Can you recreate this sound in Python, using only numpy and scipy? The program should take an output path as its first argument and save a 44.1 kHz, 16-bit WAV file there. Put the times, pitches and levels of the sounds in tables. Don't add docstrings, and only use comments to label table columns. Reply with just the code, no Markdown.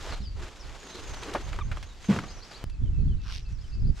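import sys
import numpy as np
from scipy import signal
from scipy.fft import rfft, irfft, next_fast_len
from scipy.io import wavfile
from scipy.ndimage import uniform_filter1d, map_coordinates

SR = 44100
rng = np.random.default_rng(int(sys.argv[2]) if len(sys.argv) > 2 else 0)


def generate_wav(sig):
    pcm = np.round(np.clip(np.atleast_2d(sig).T, -1, 1) * 32767).astype(np.int16)
    wavfile.write(sys.argv[1], SR, pcm)


N = 176400
T = np.arange(N) / SR

# f/Hz, gain/dB
HUSH_COLOUR = [(250, -1), (650, -16), (1400, -14.5), (2200, -18), (7300, -24), (8800, -35), (15000, -48)]
RUMBLE_COLOUR = [(10, -10.5), (30, 2.5), (60, -0.5), (120, -13.5), (300, -42.5), (2000, -100)]
GUST_COLOUR = [(30, -30), (75, 6), (140, -1.5), (200, -10), (400, -27.5), (2000, -85)]
# t/s, level/dB
WIND_LEVELS = [(0, -41.5), (.14, -34), (.44, -35), (.51, -53), (.68, -39), (.88, -56.5), (1.12, -36),
               (1.25, -46), (1.52, -32.5), (1.74, -30), (1.79, -38), (2.02, -48.5), (2.38, -41),
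               (2.48, -57), (2.62, -45.5), (2.66, -32.5), (2.78, -37), (2.82, -24), (2.96, -27), (3.0, -22),
               (3.12, -23), (3.21, -33), (3.45, -37), (3.51, -31), (3.66, -39.5), (3.82, -24.5),
               (3.9, -20.5), (3.96, -38)]

# t/s, length/s, start f/Hz, middle f/Hz, end f/Hz, relative level/dB
BIRD_WHISTLES = [(0.216, 0.085, 5760, 4800, 4550, -54.5), (0.779, 0.2, 7060, 6480, 6250, -57.5),
                 (1.029, 0.2, 7000, 6260, 5670, -55), (1.873, .055, 3970, 3850, 3700, -62),
                 (2.025, 0.073, 6640, 6350, 6340, -56.5), (2.24, 0.2, 7030, 6120, 5850, -61)]
# t/s, length/s, start f/Hz, end f/Hz, relative level/dB
BIRD_TWITTERS = [(0.069, 0.094, 5700, 3280, -52.5), (0.192, 0.077, 4900, 2860, -58),
                 (0.592, 0.07, 5960, 3750, -57.5), (0.879, .13, 3800, 4160, -53.5)]
# t/s, number of chirps, relative level/dB
CHIRP_RUNS = [(2.274, 3, -54.5), (3.45, 4, -62.5)]
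SONG_STARTS = [2.584, 2.82, 3.073, 3.329, 3.602]
CHIRP_S, CHIRP_LOW_HZ, CHIRP_HIGH_HZ = .05, 3950, 5150
BIRD_WAVER, BIRD_BLUR_HZ = .0082, 380

# level/dB, time to fade by 60 dB/s, f/Hz
CLICK_PARTS = [(-23.5, .06, 70), (-39, .0006, 0)]
# t/s, level/dB
PEEL_LEVELS = [(3.215, -63), (3.285, -48), (3.32, -43.5), (3.355, -42.5), (3.385, -49), (3.425, -63)]
# f/Hz, gain/dB
HOOK_COLOUR = [(500, -12), (1200, -13), (2600, 1), (5800, 0), (6600, -15), (12000, -26.5), (16000, -59)]
# f/Hz, width/Hz, gain/dB
FLAP_RINGS = [(1100, 350, -2), (1660, 330, 0)]

SQUEAK_HARMONICS = [-1, -10.5, -13]
# t/s, level/dB, hold/s
GROUND_HITS = [(.2, -42, 0.011), (2.086, -17.5, 0.02), (2.159, -26.5, 0.0027)]
# f/Hz, gain/dB
THUMP_COLOUR = [(30, -22), (150, 4.5), (270, -4), (500, -17.5), (3000, -64)]
# t/s, level/dB, time to fade by 60 dB/s, centre f/Hz
FOLD_SNAPS = [(.092, -34, 0.034, 1490), (1.232, -37.5, 0.057, 3500), (1.302, -38, 0.025, 700),
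              (1.337, -33, .04, 4500), (1.348, -23, 0.078, 678), (1.352, -23.5, 0.085, 1100),
              (1.529, -34.5, 0.043, 1800), (1.588, -28.5, 0.039, 1030), (1.715, -31.5, 0.08, 1670),
              (1.771, -30.5, 0.031, 1020), (1.827, -37, 0.06, 3000), (2.043, -38, 0.058, 2290),
              (2.108, -30.5, .04, 1390), (2.161, -29, 0.041, 1000), (2.188, -23.5, 0.029, 1460),
              (2.237, -34.5, 0.064, 1210), (2.514, -38, 0.033, 1300), (2.697, -47.5, 0.053, 3720)]
# f/Hz, gain/dB
SNAP_COLOUR = [(11500, -2), (16000, -26)]
# t/s, body level/dB, treble level/dB
RUB_LEVELS = [(0, -50, -48.5), (.13, -40, -47), (.19, -54, -55), (.3, -67.5, -66.5), (.43, -47.5, -52),
              (.55, -57, -57), (.68, -51, -55.5), (.92, -50.5, -50.5), (1.35, -44, -48.5),
              (1.44, -50.5, -51.5), (1.55, -46.5, -51.5), (1.66, -59.5, -63.5), (1.75, -53.5, -54),
              (1.88, -59.5, -60), (2.075, -54.5, -53), (2.1, -36, -43), (2.16, -40, -44.5),
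              (2.22, -50, -53.5), (2.41, -56, -59.5), (2.52, -53.5, -53.5), (2.63, -53.5, -58),
              (2.66, -70, -73)]
# t/s, length/s, level/dB
BAG_DRAGS = [(.33, 0.21, -50.5), (.72, 0.44, -49.5), (1.22, 0.23, -40)]
SLEEVE_BRUSHES = [(3.48, 0.063, -58), (3.56, 0.21, -61), (3.94, 0.16, -47.5)]
# f/Hz, gain/dB
BODY_COLOUR = [(60, -22.5), (300, 1.5), (1200, -1), (2800, -8.5), (4000, -19.5), (16000, -86)]
SWISH_COLOUR = [(1000, -9), (3300, -0.5), (7300, -6.5), (8500, -15), (12000, -23.5), (16000, -40.5)]
DRAG_COLOUR = [(100, -17.5), (330, 6), (450, 5), (750, -36), (1050, -7), (2000, -15), (6000, -63)]
BRUSH_COLOUR = [(600, -11.5), (1650, -7), (2200, -10), (6500, -13), (16000, -43)]


def amp(db):
    return 10 ** (np.asarray(db) / 20)


def fade(t, fade_s):
    return amp(-60 * t / fade_s)


def unit(x):
    return x / np.sqrt(np.mean(x ** 2) + 1e-20)


def curves(rows):
    times, *columns = np.transpose(rows)
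    return [np.interp(T, times, column) for column in columns]


def wobble(per_s):
    return map_coordinates(rng.standard_normal(int(N * per_s / SR) + 4), [T * per_s])


def stroke(start, length, db):
    return amp(db) * np.sin(np.pi * np.clip((T - start) / length, 0, 1))


def filtered(x, response):
    n = x.shape[-1]
    padded = next_fast_len(n + 8192)
    return irfft(rfft(x, padded) * response(np.fft.rfftfreq(padded, 1 / SR)), padded)[..., :n]


def resonance(f, hz, width_hz):
    return 1j * f * width_hz / (hz * hz - f * f + 1j * f * width_hz)


def colour(x, points):
    f, db = np.transpose(points)
    return filtered(x, lambda hz: amp(np.interp(np.log(hz + 1), np.log(f), db)))


def spread(pair, side_db):
    side = amp(side_db) * pair[1]
    return np.array([pair[0] + side, pair[0] - side])


def noise(points, side_db):
    return unit(spread(colour(rng.standard_normal((2, N)), points), side_db))


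def add(out, start, x):
    part = out[..., max(round(start * SR), 0):][..., :x.shape[-1]]
    part += x[..., :part.shape[-1]]


def crackle(times, sizes, fade_s):
    hits = np.bincount((times * SR).astype(int), sizes ** 2, N)[:N]
    power = signal.lfilter([1], [1, -fade(1 / SR, fade_s) ** 2], hits)
    return unit(np.sqrt(power) * rng.standard_normal((2, N)))


def glide(length, start_hz, middle_hz, end_hz, waver=BIRD_WAVER):
    progress = np.linspace(0, 1, int(length * SR))
    hz = np.polyval(np.polyfit([0, .5, 1], [start_hz, middle_hz, end_hz], 2), progress)
    drift, flutter = [map_coordinates(points, [progress * length * 120], mode="mirror")
                      for points in rng.standard_normal((2, 64))]
    phase = 2 * np.pi * np.cumsum(hz * (1 + waver * drift)) / SR
    swell = np.sqrt(2 * np.abs(np.sin(np.pi * progress))) * amp(3 * flutter)
    return phase, swell


def blurred(phase, width_hz):
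    a, b = filtered(rng.standard_normal((2, len(phase))), lambda f: np.exp(-(f / width_hz) ** 2))
    return unit(a * np.sin(phase) + b * np.cos(phase))


def hush():
    return amp(-58) * noise(HUSH_COLOUR, side_db=-6)


def far_birds(per_s=20, low_hz=3900, high_hz=5300, level_db=-71):
    out = np.zeros((2, N))
    for when, pitch, slope, side in rng.uniform(size=(int(per_s * N / SR), 4)):
        hz = low_hz + pitch * (high_hz - low_hz)
        slide_hz = (slope - .5) * (CHIRP_HIGH_HZ - CHIRP_LOW_HZ) / 2
        phase, swell = glide(CHIRP_S, hz - slide_hz, hz, hz + slide_hz)
        chirp = amp(level_db) * swell * blurred(phase, BIRD_BLUR_HZ)
        add(out, when * N / SR, np.sqrt([[side], [1 - side]]) * chirp)
    return out


def chirp_rows(gap_s=.131, vary=.04):
    rows, shape = [], np.array([CHIRP_S, CHIRP_LOW_HZ, CHIRP_HIGH_HZ])
    for first, count, db in CHIRP_RUNS:
        for start in first + gap_s * np.arange(count):
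            length, low, high = shape * (1 + vary * rng.standard_normal(3))
            rows.append((start - length, length, high + (high - low) / 2, (low + high) / 2, db - 4))
            rows.append((start, length, low, high, db + rng.normal()))
    return rows


def birds(blur_share=.45, note_gap_s=.11, echo_s=.21):
    calls = np.zeros(N)
    rising_whistles = [(.99 + k * .208, .07, 6150, 6350, 6750, -59.5) for k in range(5)]
    for start, length, *pitches, db in BIRD_WHISTLES + rising_whistles:
        phase, swell = glide(length, *pitches)
        pure = np.sqrt(1 - blur_share) * np.sin(phase)
        breathy = np.sqrt(blur_share / 2) * blurred(phase, BIRD_BLUR_HZ / 2)
        add(calls, start, amp(db) * swell * (pure + breathy))
    falling_note, flat_note = (.075, 3550, 3150, 2880, -66.5), (.085, 2700, 2610, 2600, -63.5)
    for start in SONG_STARTS:
        for k, (length, *pitches, db) in enumerate([falling_note, flat_note]):
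            phase, swell = glide(length, *pitches, waver=BIRD_WAVER / 2)
            add(calls, start + k * note_gap_s, amp(db + rng.normal()) * swell * np.sin(phase))
    for start, length, start_hz, end_hz, db in BIRD_TWITTERS + chirp_rows():
        phase, swell = glide(length, start_hz, (start_hz + end_hz) / 2, end_hz)
        add(calls, start, amp(db) * swell * blurred(phase, BIRD_BLUR_HZ) / np.sqrt(2))
    t = np.arange(SR // 2) / SR
    tail = rng.standard_normal((2, len(t))) * fade(t, echo_s)
    echo = signal.fftconvolve(calls[None], tail / np.linalg.norm(tail[0]), axes=1)[:, :N]
    return amp(-.5) * calls + amp(-1.5) * echo


def eddies(points):
    swirl = noise(points, side_db=-6.5)
    power = uniform_filter1d(np.mean(swirl ** 2, axis=0), size=2600)
    return swirl / np.sqrt(np.abs(power) + 1e-6)


def wind(lean_right_db=1.37, gust_growth=2.06):
    level_db, = curves(WIND_LEVELS)
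    rumble = amp(level_db) * eddies(RUMBLE_COLOUR)
    gusts = amp(-29.5 + gust_growth * (level_db + 23.5)) * eddies(GUST_COLOUR)
    return (rumble + gusts) * amp([[-lean_right_db], [lean_right_db]])


def click(start=2.641):
    t = np.maximum(T - start, 0)
    parts = [amp(db) * fade(t, fade_s) * np.cos(2 * np.pi * hz * t) for db, fade_s, hz in CLICK_PARTS]
    return (T > start) * sum(parts)


def fastener(hooks_per_s=205):
    start, end = PEEL_LEVELS[0][0], PEEL_LEVELS[-1][0]
    count = int(hooks_per_s * (end - start))
    time_scatter, size_scatter = rng.standard_normal((count, 2)).T
    times = start + (np.arange(count) + .22 * time_scatter) / hooks_per_s
    sizes = amp(1.7 * size_scatter)
    hooks = crackle(times, sizes, fade_s=.015)
    hooks[0] += unit(np.bincount((times * SR).astype(int), sizes, N))
    hooks = spread(hooks, side_db=-4.5)
    rasp = unit(colour(hooks, HOOK_COLOUR)) * amp(curves(PEEL_LEVELS)[0])
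    ringing = filtered(hooks, lambda f: sum((-1) ** k * amp(db) * resonance(f, hz, width)
                                            for k, (hz, width, db) in enumerate(FLAP_RINGS)))
    flap = unit(ringing) * stroke(start=3.235, length=.11, db=-48.5)
    time_share = count / hooks_per_s * SR / N
    return (rasp + flap) * np.sqrt(time_share)


def squeak(start=1.603, length=.028, start_hz=1307, end_hz=1037, level_db=-34):
    out = np.zeros(N)
    phase, _ = glide(length, start_hz, (start_hz + end_hz) / 2, end_hz, waver=.04)
    note = sum(amp(level_db + db) * np.sin(k * phase) for k, db in enumerate(SQUEAK_HARMONICS, 1))
    add(out, start, np.hanning(len(phase)) * note)
    return out


def thuds(boom_hz=202, sag_per_s=.3, rise_s=.0051):
    out, t = np.zeros((2, N)), np.arange(SR // 3) / SR
    rise = np.minimum(t / rise_s, 1)
    phase = 2 * np.pi * np.cumsum(boom_hz * (1 - sag_per_s * t)) / SR
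    for start, db, hold in GROUND_HITS:
        boom = np.sqrt(2) * np.sin(phase) * fade(np.maximum(t - hold, 0), fade_s=.07)
        thump = amp(-2.5) * noise(THUMP_COLOUR, side_db=-23.5)[:, :len(t)] * fade(t, fade_s=.31)
        add(out, start, amp(db) * rise * (boom + thump))
    return out


def snaps(rise_s=.0005):
    out, t = np.zeros((2, N)), np.arange(SR // 8) / SR
    rise = 1 - np.exp(-t / rise_s)
    for start, db, fade_s, hz in FOLD_SNAPS:
        dull_hz = .67 * hz
        burst = filtered(rng.standard_normal((2, len(t))),
                         lambda f: resonance(f, hz, width_hz=hz / 1.1) / (1 + 1j * f / dull_hz))
        add(out, start, amp(db) * rise * fade(t, fade_s) * unit(spread(burst, side_db=-14.5)))
    return colour(out, SNAP_COLOUR)


def friction(points, side_db, creases_per_s=450, crease_share=.28):
    count = int(creases_per_s * N / SR)
    sizes = amp(2.5 * np.minimum(rng.exponential(size=count), 4))
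    creases = np.sqrt(crease_share) * crackle(rng.uniform(0, N / SR, count), sizes, fade_s=.0059)
    hiss = np.sqrt(1 - crease_share) * rng.standard_normal((2, N))
    return unit(spread(colour(creases + hiss, points), side_db))


def suit_rustle(narrow_db=-24, wide_db=-9):
    body_db, treble_db = curves(RUB_LEVELS)
    drag_level = sum(stroke(*row) for row in BAG_DRAGS)
    brush_level = sum(stroke(*row) for row in SLEEVE_BRUSHES)
    body = amp(body_db) * friction(BODY_COLOUR, narrow_db) * amp(1.02 * wobble(per_s=60))
    drag = drag_level * friction(DRAG_COLOUR, narrow_db) * amp(2.7 * wobble(per_s=44.88))
    swish = amp(treble_db) * friction(SWISH_COLOUR, wide_db)
    brush = brush_level * friction(BRUSH_COLOUR, wide_db)
    return (body + swish + drag + brush) * amp(1.5 * wobble(per_s=70))


def scene():
    foreground = suit_rustle() + snaps() + thuds() + squeak() + click() + fastener()
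    return foreground + birds() + far_birds() + wind() + hush()


def record(dry, top_hz=15700):
    return filtered(dry, lambda hz: hz < top_hz)


dry = scene()
out = record(dry)
generate_wav(out)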